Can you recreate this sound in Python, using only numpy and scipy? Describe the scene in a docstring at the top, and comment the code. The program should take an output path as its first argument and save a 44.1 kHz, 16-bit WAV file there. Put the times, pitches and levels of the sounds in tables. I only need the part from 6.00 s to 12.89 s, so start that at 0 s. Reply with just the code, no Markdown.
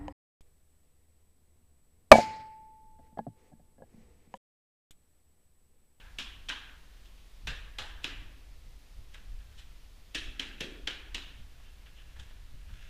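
"""In a bare cellar room, a gloved hand flings wet plaster onto a brick wall near a small microphone.
Each lump lands as a rush of random clicks and one main blow, coloured by filters and drawn out by the room.
Between throws the glove scuffs (swelling noise) and crumbs drop (smaller, softer clusters of clicks).
A lumpy low rumble of narrow noise, which surges now and then, and a faint steady hiss lie under all."""
import sys
import numpy as np
from scipy import signal
from scipy.fft import rfft, irfft
from scipy.io import wavfile
from scipy.ndimage import uniform_filter1d

SR = 44100
rng = np.random.default_rng(int(sys.argv[2]) if len(sys.argv) > 2 else 0)


def transcribe(u):
    """Save the signal u as a 16-bit wav file named by the first command-line argument.

    u: samples, shape (n,) or (channels, n), limited to [-1, 1]; the rate is SR.
    q: integer samples, one column per channel.
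    """
    v = np.clip(np.atleast_2d(u).T, -1, 1)
    q = np.round(v * 32767).astype(np.int16)
    wavfile.write(sys.argv[1], SR, q)


N = 303849
LEAD = 22050  # samples computed ahead of the scene, so that earlier sounds can ring into it
TAIL_DB = 0.5  # energy of the room tail over the direct sound


def slap(row):
    """Inelastic impact: a thrown lump shares one rise with all others; the weaker its blow, the longer it spreads."""
    rise_ms, spread_ms, wider_ms_per_db = 0.8, 4.17, 0.22
    *colour, hold_ms, blow_db = row
    lump_spread_ms = spread_ms - wider_ms_per_db * blow_db
    return splat((*colour, rise_ms, hold_ms, lump_spread_ms, blow_db), TAIL_DB)


def crumb(s, level_db, body_db, cup_db, spray_db, contact_ms):
    """Contact time governs a small hit: its rise, hold, spread and blow all follow from it."""
    rise_ms, hold_ms, spread_ms = contact_ms * np.array([1, 0.9, 1])
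    blow_at_zero_db, softer_db_per_ms = -8.5, 3.7  # longer contacts have a weaker main blow
    blow_db = blow_at_zero_db - softer_db_per_ms * contact_ms
    bands_db = (body_db, body_db, body_db, cup_db, spray_db)
    tail_db = -4.5  # crumbs fall nearer the microphone, so the room tail is weaker
    return splat((s, level_db, *bands_db, rise_ms, hold_ms, spread_ms, blow_db), tail_db)


def splat(row, tail_db, grit_db=3.2, clicks_per_s=9000, push_db=1.5, wall_hz=9000, ripple_db=1.36, near_db=4.0):
    """Superposed impulses: bits strike in a rush, the weight in one blow; walls answer duller, the room rings on."""
    # Each row: delay in ms, level in dB, of the echoes from the nearest walls and floor.
    echoes = [(6.8, -4.5), (11.5, -8), (19, -10), (27, -13.5), (34, -8.5)]
    # Centres in Hz of thud, boom, smack, cupped slap, crack and spray.
    bands_hz = (280, 480, 950, 1650, 3000, 8000)
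    s, level_db, thud_db, boom_db, smack_db, cup_db, spray_db, rise_ms, hold_ms, spread_ms, blow_db = row
    before = 1000  # samples ahead of the impact
    ms = np.arange(-before, 4000) * 1000 / SR

    def burst(m):
        """Exponential envelope: rise up to time 0, hold, then decay."""
        rise = np.minimum(m / max(rise_ms, .2), 0)
        decay = np.maximum(m - hold_ms, 0) / max(spread_ms, .5)
        return np.exp(rise - decay)

    energy = np.linalg.norm(burst(ms))  # root of the summed squares

    # random clicks with random size, sign and moment
    chance = rng.random((len(ms), 3))
    sizes = gain_of(-grit_db * np.log(chance[:, 0] + 0.025)) * np.sign(chance[:, 1] - .5)
    clicks = sizes * (chance[:, 2] < clicks_per_s / SR) * burst(ms)
    clicks *= energy / np.linalg.norm(clicks)
    blows = energy * (np.arange(len(ms)) == np.searchsorted(ms, hold_ms))

    # grit and crack are bright; below them the whole lump pushes the wall
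    low, high = (signal.butter(2, 650, kind, fs=SR) for kind in ("low", "high"))
    bright = signal.lfilter(*high, clicks + gain_of(blow_db) * blows)
    treble = signal.lfilter(*signal.butter(1, wall_hz, "high", fs=SR), bright)
    bright += (gain_of(near_db) - 1) * treble
    push = signal.lfilter(*low, gain_of(push_db) * blows)

    # echo energies add up, carried by noise
    echo_power = sum((gain_of(db) * burst(ms - lag)) ** 2 for lag, db in echoes)
    walls = np.sqrt(echo_power) * rng.standard_normal(len(ms))
    # the nearest wall also returns the blow itself
    first_lag, first_db = echoes[0]
    walls[np.searchsorted(ms, hold_ms + first_lag)] += energy * gain_of(blow_db + first_db)
    walls = signal.lfilter(*signal.butter(1, wall_hz, fs=SR), walls)

    sound = np.zeros(SR + before)
    sound[:len(ms)] = bright + push + walls
    sound[before:] += gain_of(tail_db) * energy * tail(SR)

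    # the crack is the 0 dB reference of the colour
    bands_db = (thud_db, boom_db, smack_db, cup_db, 0, spray_db)
    colour = [(90, thud_db - 12.0), (170, thud_db - 5.0)] + list(zip(bands_hz, bands_db))
    # the wall answers weakly just above the boom; every lump's uneven shape ripples its spectrum
    hz = np.geomspace(90, 16000, 70)
    wall_db = spectrum_at([(520, -0.69), (680, -1.5), (900, -0.093)], hz)
    ripple = ripple_db * rng.standard_normal(len(hz))
    rippled = np.transpose([hz, spectrum_at(colour, hz) + wall_db + ripple])
    coloured_sound = signal.fftconvolve(sound, minimum_phase(rippled))
    return LEAD + round(s * SR) - before, gain_of(level_db) * coloured_sound


def scuffing(patchy_db=4.0, drop_db=11.5):
    """Friction noise: fine grainy rubbing of glove and cloth swells and fades with each stroke."""
    # Each row: time of the peak in seconds, level in dB, then swell and fade, each the seconds per drop_db.
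    strokes = [(1.06, -60, 0.18, 0.079), (3.12, -59, .06, .12), (3.58, -57.5, 0.18, .15),
               (5.56, -58.5, 0.095, 0.38), (5.868, -65, 0.017, .05), (5.994, -54, 0.036, 0.044),
               (6.184, -53, 0.093, 0.15), (6.82, -50, 0.21, 0.16)]
    t = (np.arange(N + LEAD) - LEAD) / SR
    level = 0
    for s, db, swell, fade in strokes:
        distance = np.maximum((s - t) / swell, (t - s) / fade)
        level = level + gain_of(db - drop_db * distance)
    patches = evened(uniform_filter1d(rng.standard_normal(len(t)), size=300))
    rubbing = coloured([(600, -33), (1400, -5), (4000, -10), (12000, 0)], len(t))
    return level * gain_of(patchy_db * patches) * rubbing


def room(x):
    """Convolution with an impulse response: rubbing is heard directly and through the room."""
    return x + gain_of(TAIL_DB) * signal.fftconvolve(x, tail(SR))[:len(x)]


def tail(size, onset_ms=12, patchy_db=1.5, modes_db=-17):
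    """Reverberation: dense reflections build up, then die at each band's own speed, over low standing waves."""
    # Each row: frequency in Hz, reverberation time t60 in seconds.
    decay_times = [(150, 1), (400, 1), (1000, 0.91), (1700, 0.86), (2800, 0.69), (5000, .5), (8000, 0.5),
                   (14000, 0.7)]
    # Low standing waves of the cellar. Each row: frequency in Hz, relative level in dB, t60 in seconds.
    modes = [(268, -10, 2.9), (313.4, -2.5, 0.68), (322, -1, 0.74), (379, -1, 0.5), (443, 6.5, 0.46),
             (524, 17.5, 0.13)]
    t_s = np.arange(size) / SR
    build = 1 - np.exp(-(t_s * 1000 / onset_ms) ** 2)
    hz, t, z = signal.stft(build * rng.standard_normal(size), SR, nperseg=512)
    patches = uniform_filter1d(rng.standard_normal(z.shape), size=6, axis=0)
    patches = evened(uniform_filter1d(patches, size=4, axis=1))
    decay_db = 60 * t / spectrum_at(decay_times, hz)[:, None]
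    dense = signal.istft(z * gain_of(patchy_db * patches - decay_db), SR, nperseg=512)[1][:size]

    phases = 2 * np.pi * rng.random(len(modes))
    waves = np.zeros(size)
    for (f, db, t60), phase in zip(modes, phases):
        waves += gain_of(db - 60 * t_s / t60) * np.sin(2 * np.pi * f * t_s + phase)
    waves *= 1 - np.exp(-t_s * 1000 / onset_ms)
    return dense / np.linalg.norm(dense) + gain_of(modes_db) * waves / np.linalg.norm(waves)


def rumble():
    """Low-frequency pressure noise: deep and lumpy parts surge now and then; independent powers add."""
    # Slow level before the surges. Each row: time in seconds, level in dB.
    slow_level = [(0.0, -52), (0.4, -48), (0.6, -52.5), (1.3, -53.5), (1.6, -45.5), (2.2, -51.5),
                  (2.7, -48), (2.85, -55), (3.1, -48), (3.7, -48.5), (4.1, -53.5), (4.5, -48.5), (5.3, -50),
                  (6.0, -50), (6.5, -47), (6.89, -47)]
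    # Spectra of the deep part and of the lumps above it. Each row: frequency in Hz, relative level in dB.
    deep_shape = [(12, -8), (26, -6.5), (45, -6), (70, -24), (110, -51), (200, -78)]
    lump_shape = [(40, -10), (65, 6), (100, -3.5), (160, -13.5), (300, -23), (500, -59)]
    # Each row: centre in seconds, length in seconds, deep level in dB, level of the upper lumps in dB.
    surges = [(1.49, 0.065, -36, -42.5), (1.82, 0.028, -40.5, -55), (1.94, .1, -46, -58),
              (2.203, 0.14, -44.5, -52), (2.984, 0.053, -41.5, -52), (3.342, 0.098, -39.5, -57),
              (4.252, 0.11, -40, -56.5), (4.84, 0.044, -42, -57), (5.143, 0.085, -43, -60),
              (5.419, 0.065, -45.5, -50.5), (6.199, 0.071, -49, -49), (6.552, 0.037, -45.5, -51),
              (6.714, 0.056, -43, -48.5)]
    lumps_db = -12  # upper lumps under the deep rumble, outside the surges
    t = np.arange(N) / SR
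    slow = gain_of(np.interp(t, *np.transpose(slow_level)))
    deep_power = slow ** 2
    lump_power = (gain_of(lumps_db) * slow) ** 2
    for s, length, deep_db, lump_db in surges:
        bell = np.exp(-(2 * (t - s) / length) ** 2)
        deep_power += bell * gain_of(2 * deep_db)
        lump_power += bell * gain_of(2 * lump_db)
    deep = np.sqrt(deep_power) * steadied(coloured(deep_shape, N))
    lumps = np.sqrt(lump_power) * steadied(coloured(lump_shape, N))
    return deep + lumps


def hiss():
    """Stationary random noise: a faint hiss of fixed spectrum and level."""
    # Each row: frequency in Hz, relative level in dB per Hz.
    hiss_shape = [(88, -23), (150, -0.5), (189, -6), (559, -9), (1340, -12.5), (1620, -14.5), (1750, -11.5),
                  (3870, -12), (8240, -20.5), (14400, -23.5), (15300, -25)]
    return gain_of(-64.5) * coloured(hiss_shape, N)


def steadied(x, share=0.58):
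    """Envelope compression: evens out part of the chance swells of narrow noise."""
    envelope = uniform_filter1d(abs(signal.hilbert(x)), size=1500)
    return evened(x / (envelope + 0.11) ** share)


def coloured(points, size):
    """Spectral shaping: filters white noise to a given spectrum, at rms 1."""
    white = rfft(rng.standard_normal(size))
    gain = gain_of(spectrum_at(points, np.fft.rfftfreq(size, 1 / SR)))
    return evened(irfft(white * gain, size))


def minimum_phase(points, size=4096):
    """Minimum phase: the Hilbert transform of the log gain gives the causal impulse response of a spectrum."""
    level_db = np.maximum(spectrum_at(points, abs(np.fft.fftfreq(size, 1 / SR))), -100)
    log_gain = np.log(gain_of(level_db))
    return np.fft.ifft(np.exp(np.conj(signal.hilbert(log_gain)))).real[:size // 2]


def spectrum_at(points, hz):
    """Logarithmic pitch axis: interpolates the values of a spectrum over log frequency."""
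    f, value = np.transpose(points)
    return np.interp(np.log(hz + 1), np.log(f + 1), value)


def gain_of(db):
    """Decibel law: converts a level to an amplitude gain."""
    return 10 ** (np.asarray(db) / 20)


def evened(x):
    """Mean power: scales a signal to rms 1."""
    return x / np.sqrt(np.mean(x ** 2) + 1e-20)


def add(mix, at, sound):
    """Superposition: adds a sound to the mix from sample at."""
    part = mix[at:at + len(sound)]
    part += sound[:len(part)]


def scene():
    """Linear superposition: lumps, crumbs and scuffs sum in the air and reach the housed microphone."""
    # Lumps landing, the first just before the scene opens. Each row: time in seconds, gain in dB, thud,
    # boom, smack, cupped slap and spray in dB, time to the main blow in ms, main blow in dB.
    slaps = [(-.17, -30, -11, 2, 4, 4, 0, 3, -8), (.186, -27.5, 2.5, -10.5, -5, -5, 3, 2.5, -44),
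             (.487, -25.5, -4, -10.5, -5.5, -11, -2, 7.9, -7),
             (0.4995, -29.5, 8, -20, 7.5, 8.5, -20, 0.75, -1),
             (1.4716, -27, -12, -0.5, -2, 1.5, 3.5, 2.6, -19), (1.7855, -28, -0.5, 2, 4, 1, 4.5, 1.75, -16),
             (2.043, -22.5, 7.5, -5, -4, -2, -0.5, 1.37, -1.5),
             (4.148, -23.5, 7, -4, -11, -4, 2.5, 5.3, -9), (4.3958, -23.5, 8, -3, -9.5, -2.5, 0, 2, -0.5),
             (4.606, -27, 16, 8.5, -7.5, -2, 3, 3.6, -4), (4.873, -23, 1.5, -1, -6.5, -3.2, -2.5, 3.3, -2),
             (5.1462, -23, 2, -9.5, -7, -7, 0, 1.43, -2.5)]
    # Crumbs dropping and small taps of the glove. Each row: time in seconds, gain in dB, body,
    # cupped slap and spray in dB, contact time in ms.
    crumbs = [(1.055, -51, 2, -16, 3, 3.8), (1.18, -53, -5, -13, 2, 3), (2.036, -47, -7, 0, 10, 5),
              (3.140, -51, -15, -8, 14, 1.1), (3.146, -43, 4, 5.5, 6.5, 2.7), (3.40, -62.5, -9, 9, -6, 8.3),
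              (3.586, -48.5, -7, -3.5, 8.5, 11), (4.112, -60, -9, -6, 9, 1.5), (4.143, -48, -5, -4, -5, 3),
              (5.601, -59, 14, 11, 2, 1.4), (5.656, -51, -4, -10, -17, 4), (5.864, -52, 0, 2.5, -9, 7.2),
              (5.976, -52, -10, -5, -16, 13), (6.167, -55.5, 10, 9.5, 4, 4.5), (6.19, -51, 7, 2, 2, 1.5),
              (6.198, -45, 1.5, 2, 11, 3), (6.3, -59.5, 6, 2, -1, 12), (6.695, -65, 21, 18, -9, 2.6)]
    # Colour of the microphone in its housing. Each row: frequency in Hz, gain in dB.
    housing = [(100, -10.5), (1250, -5), (1680, 1.5), (2150, -3.5), (2700, 2.5), (3250, 2.5), (3900, -2),
               (4500, -10), (5600, -12.5), (7500, -19), (8700, -25), (15000, -39)]
    air = room(scuffing())
    for row in slaps:
        add(air, *slap(row))
    for row in crumbs:
        add(air, *crumb(*row))
    heard = signal.fftconvolve(air, minimum_phase(housing))[LEAD:LEAD + N]
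    return (heard + rumble() + hiss())[None]


def record(dry):
    """Band limitation: a linear-phase low-pass marks the upper edge of the recorder."""
    edge_hz = 15330
    lowpass = signal.firwin(511, edge_hz, window=("kaiser", 9), fs=SR)
    return signal.oaconvolve(dry, lowpass[None], "same")


dry = scene()
out = record(dry)
transcribe(out)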